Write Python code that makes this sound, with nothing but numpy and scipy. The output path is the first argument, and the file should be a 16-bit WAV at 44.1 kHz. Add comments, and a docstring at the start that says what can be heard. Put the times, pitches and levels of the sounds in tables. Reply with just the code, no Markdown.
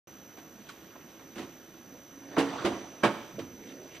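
"""Roll-forming a steel roofing panel

In a workshop, close to the microphone and a little to the right, a roll-former feeds out a panel.
The panel ticks over the guides, the shear grinds through its stroke with three loud clacks, and the
freed sheet is drawn out by hand, rumbling and scraping on the rails. Underneath, the motor hums and
the inverter whistles near 6 and 12 kHz."""
import sys
import numpy as np
from scipy import signal
from scipy.io import wavfile

SR = 44100
rng = np.random.default_rng(int(sys.argv[2]) if len(sys.argv) > 2 else 0)


def output_pcm(signal):
    """Save a mono or channel-first signal as 16-bit PCM at the path in sys.argv[1].

    Samples are clipped to [-1, 1] before scaling.
    """
    pcm = np.clip(np.atleast_2d(signal).T, -1, 1) * 32767
    wavfile.write(sys.argv[1], SR, np.round(pcm).astype(np.int16))


N = 176400
TIME = np.arange(N) / SR


def clatter():
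    """Each knock is a short crowd of metal contacts that swells, holds and dies, sooner in the treble."""
    # Each row: start and length in seconds, level in dB, then thump, middle and treble boosts in dB.
    strikes = [(0.369, 0.017, -74, -16, 4, 4), (0.686, 0.006, -84.5, -10, 13.5, 25.5),
               (0.952, 0.0061, -81, 0, 15.5, -2), (1.191, 0.0043, -80.5, -8, 13.5, 1.5),
               (1.353, 0.079, -70, 2, 3, 4), (1.378, 0.0091, -69.5, 1, 6.5, 10),
               (2.363, 0.014, -55, 1, 10.5, -8.5), (2.379, 0.023, -53.5, -31, 3.5, 5.5),
               (2.646, .016, -54, -1.5, 6, 5), (2.70, 0.0067, -62, -10, 1, -26),
               (3.024, 0.01, -62.5, -7.5, 11.5, -26), (3.032, 0.018, -49, -2.5, 9.5, 2.5),
               (3.387, 0.0051, -69, 9.5, 6.5, 8.5), (3.41, 0.0054, -78, 2, 8, -8)]
    # Colour of all knocks. Each row: frequency in Hz, level in dB.
    colour = [(52, -68), (85, -8.5), (160, -7.5), (280, 0.5), (500, -8.5), (900, -13), (1600, -17.5),
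              (3000, -20), (5000, -29.5), (9000, -38.5), (13000, -48), (16000, -68)]
    thump_hz, body_hz, middle_hz, treble_hz = 101, 272, 950, 5600
    attack_s, body_release_s, treble_release_s = 0.004, 0.032, 0.023
    out, streams = 0, contacts(count=4).reshape(2, 2, N)
    for k, (hz, sos) in enumerate(bands()):
        power = np.zeros(N)
        release_s = at_hz([(body_hz, body_release_s), (treble_hz, treble_release_s)], hz)
        for start, length, db, thump, middle, treble in strikes:
            i = int(start * SR)
            t = TIME[:min(SR // 4, N - i)]
            boost = at_hz([(thump_hz, thump), (body_hz, 0), (middle_hz, middle), (treble_hz, treble)], hz)
            envelope = np.minimum(t / attack_s, 1) * np.exp(-np.maximum(t - length, 0) / release_s)
            power[i:i + len(t)] += (from_db(db + boost) * envelope) ** 2
        band = signal.sosfilt(sos, streams[k % 2] * np.sqrt(power * SR / 2) + 1e-18)
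        out = out + from_db(at_hz(colour, hz)) * spread(*band, hz)
    return out


def ringing_steel(rise_s=0.0024):
    """The modes of each struck part build up under a blow and die away."""
    # Modes of each part. Each row: frequency in Hz, level in dB, seconds to fall 60 dB.
    panel = [(164.2, -19.5, 0.55), (279.9, 1, 0.3), (320, -2.5, 0.19), (458.6, -3.5, 0.32),
             (521, -14, 0.35), (653, -14, 0.34), (774, -18, 0.43), (1078, -9, 0.13), (1365, -9.5, 0.13),
             (1660, -20.5, 0.29)]
    shear = [(95, -12, 0.1), (206.5, -7.5, 0.3), (250.5, -8.5, 0.23), (318.7, -6.5, .35), (346.2, 2, 0.21),
             (556.7, -15, 0.26), (1070, -15.5, 0.26), (1208, -17, 0.22)]
    frame = [(213.7, 2.5, 0.18), (339, -2.5, 0.36), (399, 1, 0.1), (483, 1.5, 0.14), (540, -2.5, 0.2),
             (593.3, 0.5, 0.18), (701, -0.5, 0.19), (894, -13, 0.32), (1097, 2, 0.16), (1270, -9, 0.22),
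             (1610, 0, 0.12), (1661, -5, .15), (2291, -4.5, 0.12)]
    entry_guide = [(1122, -8.5, 0.22), (2380, -1.5, 0.059), (3150, -6, 0.07), (4070, -5, 0.08)]
    gripped_sheet = [(343, -0.5, 0.074), (452, 0, 0.053), (573, 2.5, 0.05), (660, -6, 0.053)]  # short-lived, where the hand holds it
    # Blows on each part. Each row: start in seconds, level in dB.
    panel_blows = [(2.378, -19)]
    shear_blows = [(1.36, -39.5), (1.388, -40), (1.47, -47.5), (2.646, -22.5), (2.732, -32)]
    frame_blows = [(3.033, -23.5)]
    guide_blows = [(.689, -42)]
    gripped_blows = [(3.382, -32.5), (3.391, -34)]
    parts = [(panel, panel_blows), (shear, shear_blows), (frame, frame_blows),
             (entry_guide, guide_blows), (gripped_sheet, gripped_blows)]
    out = np.zeros(N)
    for modes, blows in parts:
        for start, blow_db in blows:
            i = int(start * SR)
            t = TIME[:min(SR, N - i)]
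            for hz, mode_db, t60 in modes:
                envelope = np.exp(-np.log(1000) * t / t60) * (1 - np.exp(-t / rise_s))
                mode = np.sin(2 * np.pi * (hz * t + rng.random()))
                out[i:i + len(t)] += from_db(blow_db + mode_db) * envelope * mode
    return out


def ping():
    """A tick travels along the thin sheet and arrives as a falling ping."""
    # Each row: time in seconds, pitch in Hz, level in dB.
    fall = [(.688, 1590, -57), (.696, 1440, -42.5), (.703, 1124, -51), (.712, 1100, -58)]
    return glide(fall, rough=0.18)


def shear_stroke():
    """The shear grinds through the steel."""
    # Each row: time in seconds, level in dB.
    level = [(2.1, -85), (2.22, -62), (2.34, -49), (2.45, -41), (2.55, -39.5), (2.62, -36), (2.7, -40),
             (2.82, -47), (2.92, -56), (3.05, -53), (3.3, -100)]
    # Each row: frequency in Hz, level in dB.
    colour = [(45, -55), (144, -6.5), (209, -17), (295, 1), (364, -10), (448, -8.5), (762, -8.5),
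              (1210, -13.5), (1560, -15.5), (5200, -29), (6200, -38), (15000, -54.5)]
    return from_db(in_time(level) + drift(30)) * noise(colour, flicker_db=3.5)


def rumble():
    """The sheet flexes softly on the rails, with no treble."""
    # Each row: time in seconds, level in dB.
    level = [(1.3, -55.5), (1.5, -54), (1.65, -57.5), (1.95, -52.5), (2.05, -56), (2.2, -57), (2.9, -53.5),
             (3.31, -54.5), (3.4, -48.5), (3.53, -56.5), (3.63, -49.5), (3.8, -53), (4, -56.5)]
    # Each row: frequency in Hz, level in dB.
    colour = [(40, -32), (100, -9.5), (170, -2), (280, 4), (350, -5.5), (450, -7), (800, -23.5)]
    return from_db(in_time(level)) * below(noise(colour, flicker_db=2.0), hz=482)


def rub():
    """The sheet rubs on the rails in short swells."""
    # Each row: time in seconds, level in dB.
    level = [(1.86, -78), (1.955, -52.5), (2.03, -77), (2.2, -71), (2.35, -46), (2.4, -61)]
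    # Each row: frequency in Hz, level in dB.
    colour = [(120, -50), (240, -20), (400, 2.5), (720, 0), (1300, -27), (3000, -52)]
    return from_db(in_time(level)) * noise(colour, flicker_db=1.5)


def groans():
    """The sheet groans as it slips, once before the cut and once as it is pulled free."""
    # One list a slip. Each row: time in seconds, pitch in Hz, level in dB.
    slips = [
        [(2.12, 270, -62), (2.18, 279, -53), (2.25, 270.3, -56), (2.3, 286, -52), (2.37, 283, -51)],
        [(3.33, 159.6, -51), (3.355, 186.7, -49.5), (3.378, 215, -43.5), (3.395, 288, -53), (3.45, 289.7, -48),
         (3.52, 236, -60)],
    ]
    return sum(glide(slip, rough=0.79) for slip in slips)


def scrape():
    """The edge of the sheet scrapes along the rails, bright and uneven."""
    # Each row: time in seconds, level in dB.
    level = [(.5, -92), (.68, -61.5), (.9, -67), (1.15, -66.5), (3.4, -81), (3.6, -65.5), (3.705, -53),
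             (3.76, -65), (3.88, -63), (3.965, -50.5), (4, -58)]
    # Each row: frequency in Hz, level in dB.
    colour = [(120, -40), (500, -23), (1000, -9.5), (1700, -2.5), (3100, -2.5), (4200, -9), (8000, -23),
              (15000, -34)]
    return from_db(in_time(level) + 2.0 * drift(40)) * noise(colour, flicker_db=4.0)


def judder(width_hz=62):
    """The sheet judders over the rails: two rough resonances climb as it speeds up."""
    # Each row: time in seconds, lower resonance in Hz, level in dB.
    climb = [(3.46, 200, -61), (3.54, 220.3, -54), (3.63, 269.4, -55), (3.72, 309.4, -52), (3.79, 349, -51),
             (3.87, 365, -57.5), (4, 366, -64)]
    hz, gain = gesture(climb)
    upper = from_db(-2) * narrow_noise(1.65 * hz, width_hz)
    lower = narrow_noise(hz, width_hz)
    return below(gain * (lower + upper), hz=800)


def motor():
    """Running noise and a few wavering motor tones, nearly steady in level."""
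    # Running noise, then tones. Each row: frequency in Hz, level in dB.
    colour = [(25, -13), (45, -8.5), (70, -8.5), (110, -0.5), (150, -6), (200, -4.5), (260, -8.5),
              (320, -2.5), (390, -2.5), (700, -5), (1000, -11), (1400, -7.5), (2100, -12.5), (3100, -13),
              (4000, -18), (7000, -24.5), (10000, -29.5), (12500, -29.5), (13700, -51)]
    lines = [(199.2, -74), (328.4, -64.5), (543.7, -71.5), (1114, -74.5)]
    # Slight swell of both. Each row: time in seconds, gain in dB.
    swell = [(0, 0), (1.2, 0), (1.7, -1), (3.0, 1), (3.5, -0.5), (4, 0)]
    running = from_db(-56.5) * noise(colour, flicker_db=1.0)
    hum = tones(lines, waver_db=1.5, wander_hz=2.48)
    return from_db(in_time(swell)) * (running + hum)


def inverter():
    """Close sidebands of the switching frequency beat against each other as a thin whistle."""
    # Sidebands near 6 and 12 kHz. Each row: frequency in Hz, level in dB.
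    whine_lines = [(5599, -76), (5652, -81), (5782, -77), (5841, -82), (5970, -62), (6035, -65.5),
                   (6164, -74.5), (6401, -76.5)]
    octave_lines = [(11628, -82), (11935, -87), (12000, -76), (12065, -70.5), (12500, -89)]
    # Their swell as the load changes. Each row: time in seconds, gain in dB.
    whine_swell = [(.1, 2), (.45, 0.5), (.75, -2.5), (1.4, 1), (1.7, -1.5), (2.0, 1.5), (2.4, 3),
                   (2.8, 5.5), (3.05, 4), (3.2, 0), (3.42, 3), (4, 2.5)]
    octave_swell = [(0, 6), (2.1, 4), (2.6, 0), (3.2, 3), (3.5, 4.5), (4, 3)]
    # Phase at the microphone near 6 kHz. Each row: time in seconds, lead of the left side in radians.
    whine_lead = [(.3, -0.96), (1.5, -1.15), (2.5, -0.56), (3.5, -0.76)]
    # Faint hiss around the two whistles. Each row: centre in Hz, width in Hz, level in dB.
    hiss_bands = [(5980, 180, -76.5), (11950, 130, -81)]
    whine = tones(whine_lines, waver_db=0.5, wander_hz=0.9, lead_rad=in_time(whine_lead))
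    octave = tones(octave_lines, waver_db=1.0, wander_hz=0.36, lead_rad=1.64)
    whistles = from_db(in_time(whine_swell)) * whine + from_db(in_time(octave_swell)) * octave
    hiss = sum(from_db(db) * narrow_noise(hz, width) for hz, width, db in hiss_bands)
    return (whistles + hiss) * pan(-2.5)


def workshop_echo(x, build_s=0.038, stereo_width=0.57):
    """The workshop's diffuse echo builds up and dies band by band."""
    # Each row: frequency in Hz, seconds to fall 60 dB.
    decay = [(60, 1), (250, 0.81), (1000, 0.62), (2500, 0.87), (7000, .95), (15000, 0.22)]
    # Each row: frequency in Hz, echo level in dB.
    colour = [(60, -11), (250, -12.5), (1000, -13), (2500, -12.5), (9000, -12)]
    t, response = TIME[:SR], 0
    for hz, sos in bands():
        fade = np.exp(-np.log(1000) * t / at_hz(decay, hz)) * (1 - np.exp(-(t / build_s) ** 2))
        fade /= np.sqrt(np.sum(fade ** 2))
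        mid, side = signal.sosfilt(sos, rng.standard_normal((2, SR)))
        response = response + from_db(at_hz(colour, hz)) * spread(mid, stereo_width * side, hz) * fade
    return signal.fftconvolve(x, response, axes=1)[:, :N]


def placed(x, split_hz=4600):
    """The machine stands right of the microphone; its treble reaches both sides more evenly."""
    low = signal.sosfilt(signal.butter(1, split_hz, fs=SR, output="sos"), x)
    return low * pan(-3.5) + (x - low) * pan(-0.5)


def pan(db):
    """Stereo gains for a level of left minus right in dB."""
    return from_db(np.array([[db], [-db]]) / 2)


def spread(mid, side, hz):
    """Two unrelated signals become a stereo pair, alike in the bass and less so in the treble."""
    # Each row: frequency in Hz, correlation of left and right.
    likeness = [(30, 0.47), (100, 0.98), (400, 0.96), (1200, 0.77), (2500, 0.71), (5000, 0.47),
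                (9000, 0.23), (15000, 0.24)]
    alike = np.clip(at_hz(likeness, hz), 0, 1)
    return mid + np.sqrt((1 - alike) / (1 + alike)) * side * np.array([[1], [-1]])


def contacts(count, per_second=5000, uneven_db=2):
    """Streams of dense tiny impacts of uneven size; rms 1."""
    size = from_db(uneven_db * np.minimum(rng.exponential(1, (count, N)), 4))
    sign = rng.choice([-1, 1], (count, N))
    hits = rng.random((count, N)) < per_second / SR
    return rms_one(size * sign * hits)


def noise(colour, flicker_db):
    """Stereo noise of a given colour whose bands flicker; rms 1."""
    out, white = 0, rng.standard_normal((2, 2, N))
    for k, (hz, sos) in enumerate(bands()):
        db = at_hz(colour, hz)
        if db > -46:
            band = spread(*signal.sosfilt(sos, white[k % 2]), hz)
            out = out + from_db(db + flicker_db * drift(11.5)) * band
    return rms_one(out)


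def narrow_noise(hz, width_hz):
    """A narrow band of noise whose centre may move; rms 1."""
    phase = 2 * np.pi * np.cumsum(hz * np.ones(N)) / SR
    return drift(width_hz) * np.cos(phase) + drift(width_hz) * np.sin(phase)


def tones(lines, waver_db, wander_hz, lead_rad=0):
    """Tones that waver in level and pitch, the left side ahead by lead_rad."""
    out, offset = 0, np.array([[.5], [-.5]]) * lead_rad
    for hz, db in lines:
        gain = np.sqrt(2) * from_db(db + waver_db * drift(9))
        cycles = np.cumsum(hz + wander_hz * drift(3.25)) / SR + rng.random()
        out = out + gain * np.sin(2 * np.pi * cycles + offset)
    return out


def glide(rows, rough):
    """One bending mode of the sheet, sliding in pitch and roughened by noise."""
    hz, gain = gesture(rows)
    tone = np.sqrt(2) * np.sin(2 * np.pi * (np.cumsum(hz) / SR + rng.random()))
    return gain * (tone + rough * narrow_noise(hz, width_hz=52))


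def gesture(rows):
    """Pitch and gain of one short sound, silent before and after."""
    times, hz, db = np.transpose(rows)
    sounding = (TIME >= times[0]) & (TIME <= times[-1])
    return np.interp(TIME, times, hz), from_db(np.interp(TIME, times, db)) * sounding


def drift(rate_hz):
    """Slow random wander of spread 1."""
    hop, settle = 40, 2000
    pole = np.exp(-2 * np.pi * rate_hz * hop / SR)
    white = rng.standard_normal(N // hop + settle + 2)
    slow = signal.lfilter([1], [1, -2 * pole, pole * pole], white)[settle:]
    return np.interp(np.arange(N) / hop, np.arange(len(slow)), rms_one(slow))


def bands():
    """Third-octave band-passes, each as centre in Hz and filter."""
    edges_hz = 22 * 2 ** (np.arange(29) / 2.94)
    return [(np.sqrt(low * high), signal.butter(2, [low, high], "band", fs=SR, output="sos"))
            for low, high in zip(edges_hz, edges_hz[1:])]


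def below(x, hz):
    """Steep low-pass."""
    return signal.sosfilt(signal.butter(8, hz, fs=SR, output="sos"), x)


def in_time(rows):
    """A control curve at every sample."""
    return np.interp(TIME, *np.transpose(rows))


def at_hz(rows, hz):
    """Read a table on a log-frequency axis."""
    frequencies, values = np.transpose(rows)
    return np.interp(np.log(hz), np.log(frequencies), values)


def from_db(db):
    """Decibels to gain."""
    return 10 ** (np.asarray(db) / 20)


def rms_one(x):
    """Scale to unit rms."""
    return x / np.sqrt(np.mean(x ** 2) + 1e-20)


def scene():
    """The machine and its panel from close by; only the knocks and their ringing echo in the workshop."""
    rings = ringing_steel() + ping()
    knocks = clatter()
    echo = workshop_echo(knocks + from_db(-6.0) * rings)
    friction = shear_stroke() + rumble() + rub() + groans() + scrape() + judder()
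    return placed(knocks + rings + echo + friction + motor()) + inverter()


def record(dry):
    """The microphone opens after a moment of silence; the highest treble is cut."""
    open_s, cutoff_hz = 0.072, 16200
    low_pass = signal.cheby2(16, 60, cutoff_hz, fs=SR, output="sos")
    return signal.sosfilt(low_pass, dry * (TIME >= open_s))


dry = scene()
out = record(dry)
output_pcm(out)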